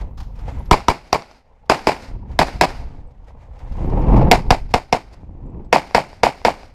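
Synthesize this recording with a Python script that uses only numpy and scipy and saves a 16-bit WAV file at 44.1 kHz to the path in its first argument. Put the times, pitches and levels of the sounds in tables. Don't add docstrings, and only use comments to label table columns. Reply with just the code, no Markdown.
import sys
import numpy as np
from scipy import signal
from scipy.fft import rfft, irfft
from scipy.io import wavfile
from scipy.ndimage import uniform_filter1d

SR = 44100
rng = np.random.default_rng(int(sys.argv[2]) if len(sys.argv) > 2 else 0)


def dump_mix(stems):
    frames = np.atleast_2d(stems).T
    limited = np.clip(frames, -1, 1)
    pcm = np.round(limited * 32767).astype(np.int16)
    wavfile.write(sys.argv[1], SR, pcm)


def elevation(decibels):
    levels = np.asarray(decibels, float)
    return 10 ** (levels / 20)


N = 297230


def rms_one(x):
    return x / np.sqrt(np.mean(x ** 2) + 1e-20)


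def peak_one(x):
    return x / np.max(np.abs(x))


def colour(x, spectrum):
    hz, level_db = np.transpose(spectrum)
    grid = np.fft.rfftfreq(8192, 1 / SR) + 1
    cepstrum = irfft(np.log(elevation(np.interp(np.log(grid), np.log(hz), level_db))))
    cepstrum[1:4096] *= 2
    cepstrum[4097:] = 0
    response = irfft(np.exp(rfft(cepstrum)))
    return signal.fftconvolve(x, response / np.sqrt(np.sum(response ** 2)))[:len(x)]


def drift(rate, size):
    r = np.exp(-2 * np.pi * rate / SR)
    walk = signal.lfilter([1], [1, -2 * r, r * r], rng.standard_normal(size + 9000))
    return rms_one(walk[9000:])


def low_pass(x, hz):
    return signal.sosfilt(signal.butter(4, np.clip(hz, 50, 19000), fs=SR, output="sos"), x)


def add(track, s, sound):
    at = round(s * SR)
    track[at:at + len(sound)] += sound[:N - at]


def swell(s, spread):
    return np.exp(-((np.arange(N) / SR - s) / spread) ** 2)


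# (time [s], strength [dB], turbulence [dB])
GUSTS = [(0, -27.5, 1.5), (.28, -29.5, -12), (.56, -23, -3.5), (.95, -41, 12), (1.452, -52, 2.5),
         (1.97, -38, 7), (2.14, -26.5, -3), (2.97, -28, -1.5), (3.07, -40, 3), (3.6, -37, 0),
         (3.7, -23, -14), (3.82, -20, 2.5), (4.198, -9.5, 3), (4.62, -23, -10.5), (4.95, -44, 12.5),
         (5.26, -31.5, 3.5), (5.57, -30.5, 14.5), (5.85, -40.5, 2.5)]
# (frequency [Hz], density [dB])
RUMBLE_SPECTRUM = [(8.8, -13.5), (15, 8), (57, 6.5), (300, -20.5), (390, -63.5), (660, -120)]
BUFFET_SPECTRUM = [(71, -37), (120, -0.5), (189, -6), (334, -10), (371, -10.5), (520, -19.5), (680, -37.5),
                   (1140, -120)]
WHOOSH_SPECTRUM = [(260, -24.5), (450, -4), (534, -1), (587, -5), (910, -2.5), (1390, -23.5), (1470, -26),
                   (2040, -27.5), (2660, -30), (3500, -42.5), (5200, -47.5), (7700, -79.5)]
# (time [s], peak level [dB])
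EDDY_POPS = [(2.113, -24.5), (2.294, -33), (3.671, -45), (3.807, -14), (3.846, -9), (3.975, -14),
             (4.101, -5), (4.179, -9), (4.282, -3), (5.233, -27), (5.293, -28)]


def wind(since, step_db):
    s, strength_db, roughness_db = np.transpose(GUSTS)
    t = np.arange(N) / SR
    gust_db, turbulence_db = np.interp(t, s, strength_db), np.interp(t, s, roughness_db)
    above_mean_db = gust_db + 26.5
    duck_db = uniform_filter1d(5 * np.exp(-since / 0.19), size=400)
    ambience_db = -57.5 - 36.5 * np.exp(-since / 0.25)
    rumble_db = gust_db - duck_db
    buffet_db = -41 + 1.555 * above_mean_db + turbulence_db - duck_db
    whoosh_db = -55.5 + 2.094 * above_mean_db + turbulence_db - duck_db
    whoosh_level = elevation(whoosh_db) + elevation(ambience_db) + elevation(step_db + 6.5)

    lumps_db, flicker = 2.0 * drift(24, size=N), drift(83, size=N)
    rumble = rms_one(colour(rng.standard_normal(N), RUMBLE_SPECTRUM) * elevation(lumps_db))
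    buffet = rms_one(colour(rng.standard_normal(N) * elevation(lumps_db + 0.82 * flicker), BUFFET_SPECTRUM))
    whoosh = rms_one(colour(rng.standard_normal(N) * elevation(lumps_db + 2.8 * flicker), WHOOSH_SPECTRUM))
    out = elevation(rumble_db) * rumble + elevation(buffet_db) * buffet + whoosh_level * whoosh

    t = np.arange(SR // 20) / SR
    pop = np.cos(2 * np.pi * 160 * t) * np.exp(-t / 0.0044) * np.minimum(t / 0.00026, 1)
    pop = low_pass(pop, 1000)
    for s, peak_db in EDDY_POPS:
        add(out, s, elevation(peak_db) * pop)
    return out


# (time [s], level [dB], spread [s])
STEPS_ON_GRAVEL = [(0, -52.5, 0.057), (.42, -56.5, 0.063), (.49, -47, 0.026), (.57, -53.5, 0.057),
                   (.75, -62.5, 0.14), (2.07, -56.5, 0.072), (2.33, -56, 0.042), (2.799, -57.5, 0.15),
                   (3.11, -70, 0.0097), (3.29, -60, 0.023), (3.429, -62.5, 0.044), (3.58, -60, 0.04),
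                   (3.83, -53.5, 0.17), (4.15, -51.5, .13), (4.42, -60.5, 0.073), (5.15, -67.5, 0.098),
                   (6.06, -65.5, 0.16), (6.6, -56, 0.068)]


def step_level():
    return 20 * np.log10(elevation(-72) + sum(elevation(db) * swell(s, spread) for s, db, spread in STEPS_ON_GRAVEL))


# (frequency [Hz], density [dB])
GRAVEL_SPECTRUM = [(710, -33), (1200, -1), (1660, -4), (2110, -3), (2890, -10.5), (5180, -18), (6580, -19),
                   (14700, -41), (15500, -39), (16000, -51.5)]


def gravel(step_db):
    grain_db, grains_per_s = 3.0, 7000
    sizes = elevation(grain_db * np.minimum(rng.exponential(1, N), 5)) * rng.choice([-1, 1], N)
    chance = grains_per_s * elevation(grain_db * drift(20, size=N)) / SR
    grains = sizes * (rng.random(N) < chance)
    return elevation(step_db) * rms_one(colour(grains, GRAVEL_SPECTRUM))


def electronics(since):
    whine_hz, wide_open_s, returns_db_per_s = 12620, 1.7, 18
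    hiss = rms_one(np.diff(rng.standard_normal(N + 1)) * elevation(3.1 * drift(15, size=N)))
    whine = np.sin(2 * np.pi * whine_hz * np.arange(N) / SR)
    level_db = -79.5 - returns_db_per_s * np.maximum(wide_open_s - since, 0)
    return elevation(level_db) * (whine + elevation(4) * hiss)


# (time [s], peak level [dB], length [s])
STONES_AND_SCUFFS = [(0.0074, -35, 0.01), (0.1726, -37, 0.023), (0.199, -31.5, 0.013), (0.226, -41, 0.012),
                     (0.23, -50, 0.061), (0.352, -48, 0.021), (0.387, -38, 0.01), (0.404, -48, 0.011),
                     (0.472, -50, 0.022), (0.477, -42, 0.0065), (0.502, -54, 0.0089), (0.607, -69, 0.014),
                     (0.653, -43, 0.012), (1.6544, -53, 0.011), (2.311, -40.5, 0.0074),
                     (3.108, -55.5, 0.0081), (3.2394, -54, 0.011), (3.277, -50, 0.014),
                     (3.412, -56.5, 0.016), (3.533, -61.5, 0.017), (3.587, -42.5, 0.0088),
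                     (3.672, -52, 0.013), (3.72, -42, 0.011), (3.734, -48, 0.01), (3.894, -38.5, 0.0091),
                     (4.013, -42, 0.015), (4.161, -31.5, 0.02), (4.213, -34, 0.01), (5.642, -53.5, 0.012),
                     (6.627, -46.5, 0.0099)]
# (frequency [Hz], density [dB])
SCUFF_SPECTRUM = [(470, -37.5), (800, 3), (2070, -15), (4080, -14), (5180, -13.5), (7360, -24.5),
                  (7930, -28), (14500, -33.5), (15400, -30.5), (16000, -41)]


def stones():
    out, t = np.zeros(N), np.arange(SR // 4) / SR
    for s, peak_db, length in STONES_AND_SCUFFS:
        scrape = rng.standard_normal(len(t)) * np.exp(-t / length) * np.minimum(t / 0.0065, 1)
        add(out, s, elevation(peak_db - 2.5) * colour(scrape, SCUFF_SPECTRUM))
    return out


# (time [s], pitch [Hz], level [dB], 60 dB decay [s])
BRASS_CASES = [(.525, 7100, -62, .06), (.545, 7600, -58, .05), (0.589, 11100, -58, 0.15),
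               (0.649, 11500, -59, .1), (3.07, 8050, -70.5, 0.11), (3.64, 9000, -66, 0.051),
               (3.76, 11400, -66, .08), (3.86, 13900, -60, .06), (3.97, 11500, -61, .1),
               (3.99, 13800, -58, 0.12), (3.99, 7600, -62, .08), (4.132, 11800, -54, .25),
               (5.46, 7430, -67.5, .06), (5.50, 7650, -69, .06), (5.649, 7750, -67.5, .07)]


def brass():
    out, t = np.zeros(N), np.arange(SR // 4) / SR
    beat = 1 + .5 * np.sin(2 * np.pi * 45 * t)
    for s, hz, level_db, t60 in BRASS_CASES:
        ring = np.sin(2 * np.pi * hz * t) * beat * np.minimum(t / 0.0049, 1)
        add(out, s, elevation(level_db - 60 * t / t60) * ring)
    return out


# (time [s], wall echo [dB], overload [dB], near scatter [dB], low swing [dB])
PISTOL_SHOTS = [(0.711, 6, 7.5, -5.5, 1.5), (0.883, -8, 4, -11, -9), (1.128, 0.5, 1, -13, -20.5),
                (1.697, -1.5, 6, -8, -20), (1.87, -3, 2, -9.5, -20), (2.39, -1.5, 6, -9, -11.5),
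                (2.611, -4.5, 9.5, -8.5, -24.5), (4.313, 6, 11, -3, -21), (4.505, 3, 6, -9, 0),
                (4.739, -1.5, 3.5, -12, -8.5), (4.926, -1.5, 2.5, -12, -17.5), (5.727, 6.5, 7, -7.5, -32),
                (5.947, 3, 5, -9.5, -16), (6.233, 3, 5.5, -9.5, -18.5), (6.449, 3, 4, -10.5, -23)]
# (frequency [Hz], density [dB])
NEAR_SPECTRUM = [(59, -32), (100, -3.5), (308, -4), (595, -4), (872, 1), (1010, -5), (1310, -13),
                 (1760, -13.5), (2270, -10), (3400, -23), (5080, -18.5), (6020, -31), (6840, -27.5),
                 (14100, -45.5), (16000, -57.5)]


def lead_in():
    out, length_s = np.zeros(N), .003
    for shot in PISTOL_SHOTS:
        noise = rng.standard_normal(round(length_s * SR))
        add(out, shot[0] - length_s, elevation(-33) * colour(noise, NEAR_SPECTRUM))
    return out


def housing(x):
    ring_hz, width_hz = 720, 380
    r = np.exp(-np.pi * width_hz / SR)
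    return peak_one(signal.lfilter([1, 0, -1], [1, -2 * r * np.cos(2 * np.pi * ring_hz / SR), r * r], x))


# (frequency [Hz], density [dB])
BLAST_SPECTRUM = [(35, -27), (60, -7), (924, 6), (2050, -6.5), (2470, -7.5), (3120, -20), (5090, -18.5),
                  (7400, -40), (10000, -49.5), (10800, -50), (12700, -53), (13600, -51), (16000, -56.5)]


def blast(t, puff):
    crack_s, ball_s, ball_width_s = .0012, .0021, .00024
    growth = (t / crack_s) ** 2
    crack = signal.lfilter([1, -1], [1], puff[0]) * growth * np.exp(-growth)
    ball = np.exp(-((t - ball_s) / ball_width_s) ** 2) + 0.054 * puff[1] * np.exp(-t / 0.001)
    thump = 0.04 * peak_one(low_pass(ball, 430))
    ringing = peak_one(peak_one(colour(ball, BLAST_SPECTRUM)) + housing(ball) + thump)
    return elevation(-1.5) * peak_one(colour(crack, BLAST_SPECTRUM)) + ringing


def dying(noise, t, spectrum, t60):
    body = colour(noise, spectrum)
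    bass = low_pass(body, 7800)
    return (bass + (body - bass) * elevation(-16 * t)) * elevation(-60 * t / t60)


SHOT_SPOT = [0, 0, 0, 1, 1, 2, 2, 3, 3, 3, 3, 4, 4, 4, 4]
SWING_SIGN = [-1, 1, 1, 1, 1, 1, 1, 1, 1, 1, 1, 1, 1, 1, 1]
# (delay [s], level [dB], dulled above [Hz], share ringing in the housing [0-1])
SPOT_ECHOES = [
    [(.0030, -3, 6000, 0.5), (.0240, -5.5, 1430, 0.5), (.0285, -6.5, 1477, 0), (.093, -27, 8800, 0),
     (.183, -34, 9170, 0), (.217, -43, 9200, 0.5)],
    [(.0020, -6.5, 5770, 0.6), (.0205, -6, 6830, 0), (.0225, 1, 1230, 0.9), (.0275, -15, 6000, .5),
     (.038, -11, 6040, 0), (.093, -22, 9000, .1), (.195, -34, 7040, .1)],
    [(.0030, -12, 6400, 0), (.0230, 5, 1520, 0.1), (.0280, -2, 4900, .5), (.0395, -2, 1187, 0.4),
     (.093, -18, 9000, 0)],
    [(.0041, -2, 7120, .1), (.0200, -1.5, 895, .2), (.017, -16.5, 8000, .1), (.040, -14, 1990, 0.6),
     (.094, -57, 9250, 0.4), (.186, -39, 9100, .1)],
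    [(.0040, -3, 5200, 0), (.0324, 2, 1100, 0.7), (.054, -17, 6340, 0), (.056, -28.5, 265, .02),
     (.112, -36.5, 7100, .1), (.182, -33.5, 9000, 0)],
]
# (last wall [s], drop after it [dB], scatter 60 dB decay [s])
SPOT_BAY = [
    (0.038, -3, 0.21),
    (0.054, 0, 0.21),
    (0.046, -9, 0.27),
    (0.033, 0.5, 0.16),
    (0.069, -3, 0.23),
]
# (far tail [dB], hill answer delay [s], hill answer [dB], its spread [s])
SPOT_LAND = [
    (-34, .2, -51.5, 0.067),
    (-30.5, 0.16, -41, .06),
    (-27, 0.19, -50, 0.042),
    (-38, 0.21, -47.5, 0.014),
    (-32.5, 0.19, -50, 0.07),
]
# (frequency [Hz], density [dB])
FAR_SPECTRUM = [(88, -47.5), (150, -9.5), (254, 0), (328, -5.5), (524, -4.5), (790, -1.5), (1080, -12),
                (1450, -10), (1760, -13), (2140, -9.5), (3420, -20), (4860, -13), (5910, -20.5),
                (13700, -39), (16000, -77.5)]


def shots():
    clump_db, fresh_db, aim_s, aim_db, swing_s = 1.8, 3.5, .0002, 1.2, .014
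    far_rise_s, far_t60_s = 0.046, 0.61
    t, out = np.arange(SR) / SR, np.zeros(N)
    place = rng.standard_normal((len(SPOT_ECHOES), 4, SR))
    clumps = [elevation(clump_db * drift(160, size=SR)) for spot in SPOT_ECHOES]
    patches = [elevation(clump_db * drift(30, size=SR)) for spot in SPOT_ECHOES]
    spot_before = [None] + SHOT_SPOT
    for shot, spot, before, sign in zip(PISTOL_SHOTS, SHOT_SPOT, spot_before, SWING_SIGN):
        s, echo_db, over_db, near_db, swing_db = shot
        noise = .86 * place[spot] + .5 * rng.standard_normal((4, SR))
        pulse = blast(t, noise[:2])
        sound = pulse * elevation(over_db)
        for k, (delay, level_db, dull_hz, ringing) in enumerate(SPOT_ECHOES[spot]):
            gain_db = over_db if k == 0 else echo_db
            lag = round((delay + aim_s * noise[0, k]) * SR)
            echo = (1 - ringing) * peak_one(low_pass(pulse, dull_hz)) + ringing * housing(pulse)
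            sound[lag:] += elevation(level_db + gain_db + aim_db * noise[1, k]) * echo[:SR - lag]

        wall, drop_db, t60 = SPOT_BAY[spot]
        inside = elevation(drop_db * np.clip((t - wall) / .003, 0, 1) - 60 * t / t60)
        inside *= np.minimum(t / 0.0037, 1)
        sound += elevation(near_db) * clumps[spot] * inside * colour(noise[2], NEAR_SPECTRUM)

        far_db = SPOT_LAND[spot][0] + fresh_db * (spot != before)
        far = (1 - np.exp(-t / far_rise_s)) * dying(noise[3], t, FAR_SPECTRUM, far_t60_s)
        sound += elevation(far_db) * patches[spot] * far

        after = np.maximum(t - .006, 0)
        swing = np.sin(2.6 * np.log1p(after / 0.001)) * np.exp(-after / swing_s)
        sound -= sign * elevation(swing_db) * swing
        add(out, s, sound)
    return out


def hills():
    level = np.zeros(N)
    for shot, spot in zip(PISTOL_SHOTS, SHOT_SPOT):
        _, delay, level_db, spread = SPOT_LAND[spot]
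        level += elevation(level_db) * swell(shot[0] + delay, spread)
    return level * rms_one(colour(rng.standard_normal(N), FAR_SPECTRUM) * elevation(1.8 * drift(30, size=N)))


def whistle():
    length_s, from_hz, to_hz = .09, 530, 450
    out, t = np.zeros(N), np.arange(round(length_s * SR)) / SR
    hz = from_hz + (to_hz - from_hz) * t / length_s
    tone = np.sin(np.pi * t / length_s) * np.sin(2 * np.pi * np.cumsum(hz) / SR)
    add(out, 3.045, elevation(-52) * tone)
    return out


def since_last_shot():
    t = np.arange(N) / SR
    fired = np.array([-1.3] + [shot[0] for shot in PISTOL_SHOTS])
    return t - fired[np.searchsorted(fired, t) - 1]


def scene():
    since, step_db = since_last_shot(), step_level()
    ground = gravel(step_db) + stones() + brass()
    firing = lead_in() + shots() + hills()
    return (wind(since, step_db) + ground + electronics(since) + firing + whistle())[None]


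def band_limit(x):
    return signal.sosfilt(signal.butter(12, 16510, fs=SR, output="sos"), x)


def record(dry):
    knee, top_hz, ceiling = 6, 15400, .91
    clipped = dry / (1 + np.abs(dry) ** knee) ** (1 / knee)
    cut = signal.sosfilt(signal.cheby2(8, 25, top_hz + 600, fs=SR, output="sos"), clipped)
    return band_limit(ceiling * cut)


dry = scene()
out = record(dry)
dump_mix(out)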